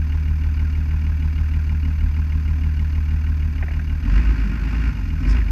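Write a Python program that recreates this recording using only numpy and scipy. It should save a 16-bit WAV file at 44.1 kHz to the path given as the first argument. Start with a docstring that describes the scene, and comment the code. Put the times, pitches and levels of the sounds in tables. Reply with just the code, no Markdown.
"""A six-cylinder diesel truck, heard from a camera fixed to its door. First it idles: the exhaust booms
and throbs, each cylinder knocks, metal parts ring, and the camera's electronics whine faintly.
The body thuds softly at 1 and 2 seconds. At about 3.5 seconds the truck clunks into gear.
From 4 seconds it creeps off over crackling grass, with more thuds and clunks. Two presses of the
accelerator lift the revs and set the body booming; during the first, the revs sag as the clutch bites."""
import sys
import numpy as np
from scipy import signal
from scipy.fft import rfft, irfft, next_fast_len
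from scipy.io import wavfile
from scipy.ndimage import uniform_filter1d, map_coordinates

SR = 44100
rng = np.random.default_rng(int(sys.argv[2]) if len(sys.argv) > 2 else 0)


def dump_mix(stems):
    """Bounce the given channels to the path in sys.argv[1] as a 16-bit WAV at rate SR."""
    frames = np.atleast_2d(stems).T  # one column per channel
    limited = np.clip(frames, -1, 1)  # hard clip at full scale
    pcm = np.round(limited * 32767).astype(np.int16)
    wavfile.write(sys.argv[1], SR, pcm)


N = 242991
T = np.arange(N) / SR

# Exhaust tones around the firing tone, then around its octave. One engine cycle is six firings.
# Each row: vibrations per engine cycle, relative level in dB.
FIRING_TONES = [(3, -27), (5, -29), (6, 1), (7, -8), (8, -20), (9, -5.5), (10, -33.5)]
OCTAVE_TONES = [(11, -35.5), (12, 0.5), (13, -16.5), (14, -36), (18, -43), (19, -32), (21, -31.5),
                (22, -24.5), (23, -48), (24, -20), (25, -30)]
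# The six cylinders. Each row: place in the cycle in firings, relative knock and puff levels in dB.
CYLINDERS = [(.47, 0, -3), (1.46, -1.5, -3), (2.45, 1, 2), (3.46, 0, 1), (4.5, 1.5, 3), (5.44, .5, 1)]
# Tone colours of the body's hum, the roar and the engine block. Each row: frequency in Hz, gain in dB.
BODY_COLOUR = [(25, -20), (45, 6.5), (70, 5.5), (95, 0), (115, 3.5), (135, -3), (158, 6.5), (178, -6.5),
               (210, 1), (245, -2), (275, 0), (310, -14), (380, -16), (470, -26.5), (900, -67)]
ROAR_COLOUR = [(90, -9.5), (160, 12), (185, -13.5), (245, -5.5), (290, -10), (332, -1), (370, -9),
               (450, -22.5), (900, -65.5)]
BLOCK_COLOUR = [(350, -18), (520, -14.5), (750, -7.5), (1030, -3.5), (1160, -12.5), (1300, -7), (1700, -2),
                (2650, -5.5), (3100, -15), (3950, -17.5), (4900, -14.5), (6800, -23.5), (11000, -41),
                (14000, -48.5)]
# Where the engine block rings. 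Each row: pitch in Hz, width in Hz, boost in dB.
BLOCK_RESONANCES = [(592, 130, 8.5), (868, 83, 4), (1071, 55, 6.5), (1251, 88, 9), (1415, 54, 9),
                    (1518.5, 31, 10), (1615, 23, 5), (1880, 27, 6), (2300, 70, 5.5), (2512, 100, 5.5),
                    (2390, 24, 4), (2792, 61, 9), (3500, 560, 2), (4440, 74, 6), (4890, 180, 3.5)]
# Engine parts struck once a cycle. Each row: place in the cycle in firings, pitch in Hz,
# rattle width in Hz, relative level in dB, seconds to fade by 60 dB.
RINGING_PARTS = [(.68, 1590, 400, -1, .03), (.98, 1440, 200, -7, .08), (1.62, 1750, 700, -12, .04),
                 (2.5, 1030, 200, -11, .04), (2.85, 2350, 500, -9, .04), (3.58, 4300, 300, -18, .04),
                 (3.6, 1480, 400, -8, .05), (3.78, 2830, 200, -4, .15), (4.62, 2150, 600, 0, .028),
                 (4.63, 2880, 200, -6, .04), (4.76, 2400, 500, -1.5, .035), (5.47, 880, 150, -7, .05),
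                 (5.75, 1020, 200, -5, .035)]
# The camera's whine, a tone and its octave. Each row: pitch in Hz, level in dB.
WHINE_TONES = [(6230.5, -68), (12461, -68.5)]
# Soft thuds of the body. Each row: start in seconds, strength in dB, pitch in Hz, seconds to fade by 60 dB.
BODY_THUDS = [(1.001, -15, 218.4, 0.14), (1.988, -11.5, 43, 0.63), (4.02, -21, 227, 0.31),
              (4.429, -16.5, 197.8, 0.31), (5.209, -20, 248.8, 0.43)]
# Knocks in the gears and shafts. Each row: start in seconds, peak in dB before muffling, pitch in Hz,
# how much the hollow housing joins in from 0 to 1.
GEAR_CLUNKS = [(3.625, -22, 1930, .85), (3.681, -25.5, 1910, 0.85), (3.707, -30, 1900, 0.85),
               (3.734, -33, 1880, .5), (3.794, -28.5, 1620, .35), (4.178, -25.5, 1890, .12),
               (5.416, -27, 1820, .2)]
# Tone colour of the grass and the hiss bursts. Each row: frequency in Hz, gain in dB.
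RUSTLE_COLOUR = [(600, -28), (1500, 4), (2500, -3), (3300, -9), (4100, -18), (5100, 10.5), (6200, -1),
                 (7500, -6), (10000, -13.5), (14000, -28.5)]
# Short swells of harsh hiss as the engine revs under load.
# Each row: middle in seconds, strength in dB, half length in seconds.
HISS_BURSTS = [(4.152, -60.5, 0.047), (4.82, -67, 0.073), (5.298, -56.5, 0.036)]
# Accelerator presses. Each row: down at in seconds, up at in seconds, firings per second gained.
PEDAL_PRESSES = [(3.995, 4.89, 18), (5.146, 5.385, 18.5)]

IDLE_RATE, HUNT_RATE, HUNT_S = 38.15, .1, 3.65  # firings per second, their drift, seconds per drift
GEAR_S, GEAR_TAKES_S = 3.45, .083
FUEL_ON_S, FUEL_OFF_S = .19, .06  # how long the fuel takes to come on and shut off
SPIN_UP_S, COAST_PER_S = .25, 80  # the flywheel speeds up, then loses this much firing rate each second
CLUTCH_S, CLUTCH_HALF_S, CLUTCH_DRAG = 4.52, .18, 6  # middle, half length, firings per second lost
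LURCH_DELAY_S, LURCH_HALF_S = .39, .39  # the truck lurches forward after each press


def amp(db):
    """Turn decibels into a gain."""
    return 10 ** (np.asarray(db) / 20)


def unit(x):
    """Scale a signal to an average (rms) strength of 1."""
    return x / np.sqrt(np.mean(x ** 2) + 1e-20)


def ramp(start, length):
    """A smooth step from 0 to 1."""
    return np.sin(np.pi / 2 * np.clip((T - start) / length, 0, 1)) ** 2


def swell(middle, half):
    """A smooth bump of height 1."""
    return np.exp(-((T - middle) / half) ** 2)


def wobble(rate):
    """A smooth curve through `rate` random values a second."""
    return map_coordinates(rng.standard_normal(400), [T * rate], mode="wrap")


def filtered(x, response):
    """Filter x by a function that gives the gain and phase at each frequency."""
    size = next_fast_len(N + SR)
    return irfft(rfft(x, size) * response(np.fft.rfftfreq(size, 1 / SR)), size)[:N]


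def coloured(x, points, resonances=()):
    """Give x a tone colour drawn through (Hz, dB) points, with a boost at each resonance."""
    hz, db = np.transpose(points)
    grid = np.fft.rfftfreq(16384, 1 / SR)
    gain_db = np.interp(np.log(grid + 1), np.log(hz), db)
    gain_db += sum(boost / (1 + (2 * (grid - centre) / width) ** 2) for centre, width, boost in resonances)
    cepstrum = irfft(np.log(amp(gain_db)))
    half = len(cepstrum) // 2
    fold = np.r_[1, np.full(half - 1, 2), np.zeros(half)]  # makes the ringing follow a blow, never lead it
    return signal.fftconvolve(x, irfft(np.exp(rfft(cepstrum * fold))))[:N]


def resonance(f, hz, width):
    """How something that rings at hz answers each frequency f."""
    return 1j * f * width / (hz * hz - f * f + 1j * f * width)


def resonant(x, hz, width):
    """Keep a band around hz by passing x through a resonance twice."""
    return filtered(x, lambda f: resonance(f, hz, width) ** 2)


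def last_blow(crank, place):
    """Seconds since the crank last passed a place in its cycle, and the random size of that blow."""
    cycles = np.arange(-1, crank[-1] / 6 + 1)
    starts = np.interp(cycles * 6 + place, np.r_[-12, crank], np.r_[-.315, T], right=99)
    last = np.searchsorted(starts, T, side="right") - 1
    sizes = amp(.5 * rng.standard_normal(size=100))
    return np.abs(T - starts[last]), sizes[last]


def blows(crank, place, fade_s, attack_s):
    """The quick rise and slower fade of a blow that comes once a cycle."""
    age, size = last_blow(crank, place)
    return size * amp(-60 * age / fade_s) * (1 - np.exp(-age / attack_s))


def cyclic_noise(crank, repeat):
    """Noise of which the share `repeat` comes back with every engine cycle."""
    cycle = irfft(np.exp(2j * np.pi * rng.random(3470)))
    repeating = cycle[(crank / 6 % 1 * len(cycle)).astype(int)]
    return np.sqrt(repeat) * unit(repeating) + np.sqrt(1 - repeat) * rng.standard_normal(N)


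def driving():
    """Firings per second, the load (how hard the engine works) and the surge as it speeds up."""
    gained, load, surge = np.zeros((3, N))
    for down, up, top in PEDAL_PRESSES:
        spin = ramp(down, SPIN_UP_S)
        gained = np.maximum(gained, top * spin - COAST_PER_S * np.maximum(T - up, 0))
        load += ramp(down, FUEL_ON_S) * (1 - ramp(up, FUEL_OFF_S))
        surge += 2 * np.sqrt(spin * (1 - spin))
    idle = IDLE_RATE - HUNT_RATE * np.cos(2 * np.pi * T / HUNT_S)  # the speed governor hunts up and down
    return idle + gained - CLUTCH_DRAG * swell(CLUTCH_S, CLUTCH_HALF_S), load, surge


def exhaust(crank, rate, load):
    """Firings make low tones. Unequal cylinders add a throb, which evens out under load."""
    lurch = sum(swell(down + LURCH_DELAY_S, LURCH_HALF_S) for down, _, _ in PEDAL_PRESSES)
    firing_db = -30 + 8 * load ** 2 + 7 * lurch - 9 * swell(CLUTCH_S, CLUTCH_HALF_S)
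    octave_db = -20 - 3.5 * ramp(GEAR_S, GEAR_TAKES_S) - (rate - IDLE_RATE)
    out = np.zeros(N)
    for tones, level_db in ((FIRING_TONES, firing_db), (OCTAVE_TONES, octave_db)):
        for per_cycle, db in tones:
            is_side_tone = per_cycle % 6 > 0
            throb_db = is_side_tone * (wobble(4.9) - 8 * load * (per_cycle < 12))
            out -= np.sqrt(2) * amp(level_db + db + throb_db) * np.sin(2 * np.pi * crank * per_cycle / 6)
    return out


def body_boom(tones):
    """The revs sweep past the body's lowest note; it rings on and beats against the firing tone."""
    return filtered(tones, lambda f: 1 + amp(10.7) * resonance(f, hz=46.3, width=1.2))


def drone(crank, load, surge):
    """Each firing puffs into the hollow body of the truck; under load a rougher roar joins."""
    puffs = sum(amp(db) * blows(crank, place, fade_s=.22, attack_s=.0029) for place, _, db in CYLINDERS)
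    hum = unit(coloured(puffs * cyclic_noise(crank, repeat=.51), BODY_COLOUR))
    roar = unit(coloured(puffs * rng.standard_normal(N), ROAR_COLOUR))
    level_db = -36.5 + 4 * load + 5 * surge
    return amp(level_db) * (amp(4 - 2.6 * load) * hum + amp(-5.5) * load * roar)


def ringing_part(crank, place, hz, width, fade_s):
    """A part struck once a cycle gives a clear note, blurred by rattling."""
    age, size = last_blow(crank, place)
    rattle = unit(resonant(rng.standard_normal(N), hz, width))
    note = np.sqrt(2) * np.sin(2 * np.pi * hz * age) + .5 * rattle
    envelope = size * amp(-60 * age / fade_s) * (1 - np.exp(-age / .00093))
    return unit(envelope * note)


def clatter(crank, rate, load, surge):
    """Burning fuel knocks the engine block; valves and injectors ring their own parts."""
    crank = crank + .22 * load  # fuel is injected earlier under load
    fade_s = .095 - .03 * load
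    knocks = sum(amp(db) * blows(crank, place, fade_s, attack_s=.0054) for place, db, _ in CYLINDERS)
    # every knock is a cluster of small impacts, much alike from cycle to cycle
    chatter = amp(2 * unit(uniform_filter1d(cyclic_noise(crank, repeat=.67), size=40)))
    force = (unit(knocks) + .2) * chatter * cyclic_noise(crank, repeat=.5)
    block = unit(coloured(force, BLOCK_COLOUR, BLOCK_RESONANCES))
    # harder burning drives the middle pitches most
    block = unit(block + .5 * load * resonant(block, hz=1630, width=3100))
    rings = sum(amp(db) * ringing_part(crank, place, hz, width, ring_s)
                for place, hz, width, db, ring_s in RINGING_PARTS)
    level_db = -47.5 + 3.5 * load + 3.5 * surge + .224 * load * (rate - IDLE_RATE)
    return amp(level_db) * (amp(1.5 - load) * block + amp(-9.5 - 8.7 * load) * rings)


def electronics():
    """The camera hisses, and its thin whine pauses briefly 25 times a second."""
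    age = (T - .03) % (1 / 25)
    running = np.clip(np.minimum(age, .033 - age) / .001, 0, 1)
    whine = sum(amp(db) * np.sqrt(2) * np.sin(2 * np.pi * hz * age) for hz, db in WHINE_TONES)
    hiss = coloured(rng.standard_normal(N), [(100, 8.5), (11500, 1.5), (13500, -18.0)])
    return running * whine + amp(-70.5) * hiss


def thuds():
    """The body rocks and booms briefly."""
    out = np.zeros(N)
    for start, db, hz, fade_s in BODY_THUDS:
        age = np.maximum(T - start, 0)
        envelope = amp(db - 60 * age / fade_s) * (1 - np.exp(-age / .037))
        out += envelope * np.sin(2 * np.pi * hz * age)
    return out


def clunks():
    """Slack in the gears and shafts closes with short metal knocks, muffled under the body."""
    out = np.zeros(N)
    for start, db, hz, hollow in GEAR_CLUNKS:
        burst = (T >= start) * amp(-60 * np.abs(T - start) / .045) * rng.standard_normal(N)
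        housing = (1.66 * resonant(burst, hz=374, width=120)
                   + 1.36 * resonant(burst, hz=655, width=330)
                   + .54 * resonant(burst, hz=1020, width=110))
        knock = resonant(burst, hz, width=700) + .8 * hollow * housing
        out += amp(db) * knock / np.abs(knock).max()
    return coloured(out, [(500, 0), (2500, 0), (3200, -13)])


def grass_and_hiss():
    """Stalks brush and snap under the tyres; harsh hiss swells briefly as the engine revs under load."""
    snaps = (rng.random(N) < 700 / SR) * rng.standard_normal(N)  # about 700 a second
    rustle = unit(coloured(unit(snaps) + 1.6 * rng.standard_normal(N), RUSTLE_COLOUR))
    rolling = amp(-69) * ramp(start=3.98, length=.15)
    bursts = sum(amp(db) * swell(middle, half) for middle, db, half in HISS_BURSTS)
    return (rolling + bursts) * amp(4.3 * wobble(27)) * rustle


def scene():
    """Mix everything into one channel. 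The crank, counted in firings, keeps the engine sounds in step."""
    rate, load, surge = driving()
    crank = np.cumsum(rate) / SR
    boom = body_boom(exhaust(crank, rate, load))
    engine = boom + drone(crank, load, surge) + clatter(crank, rate, load, surge)
    return (engine + electronics() + thuds() + clunks() + grass_and_hiss())[None]


def record(dry):
    """The camera keeps nothing above 15200 Hz."""
    return np.array([filtered(channel, lambda hz: hz < 15200) for channel in dry])


dry = scene()
out = record(dry)
dump_mix(out)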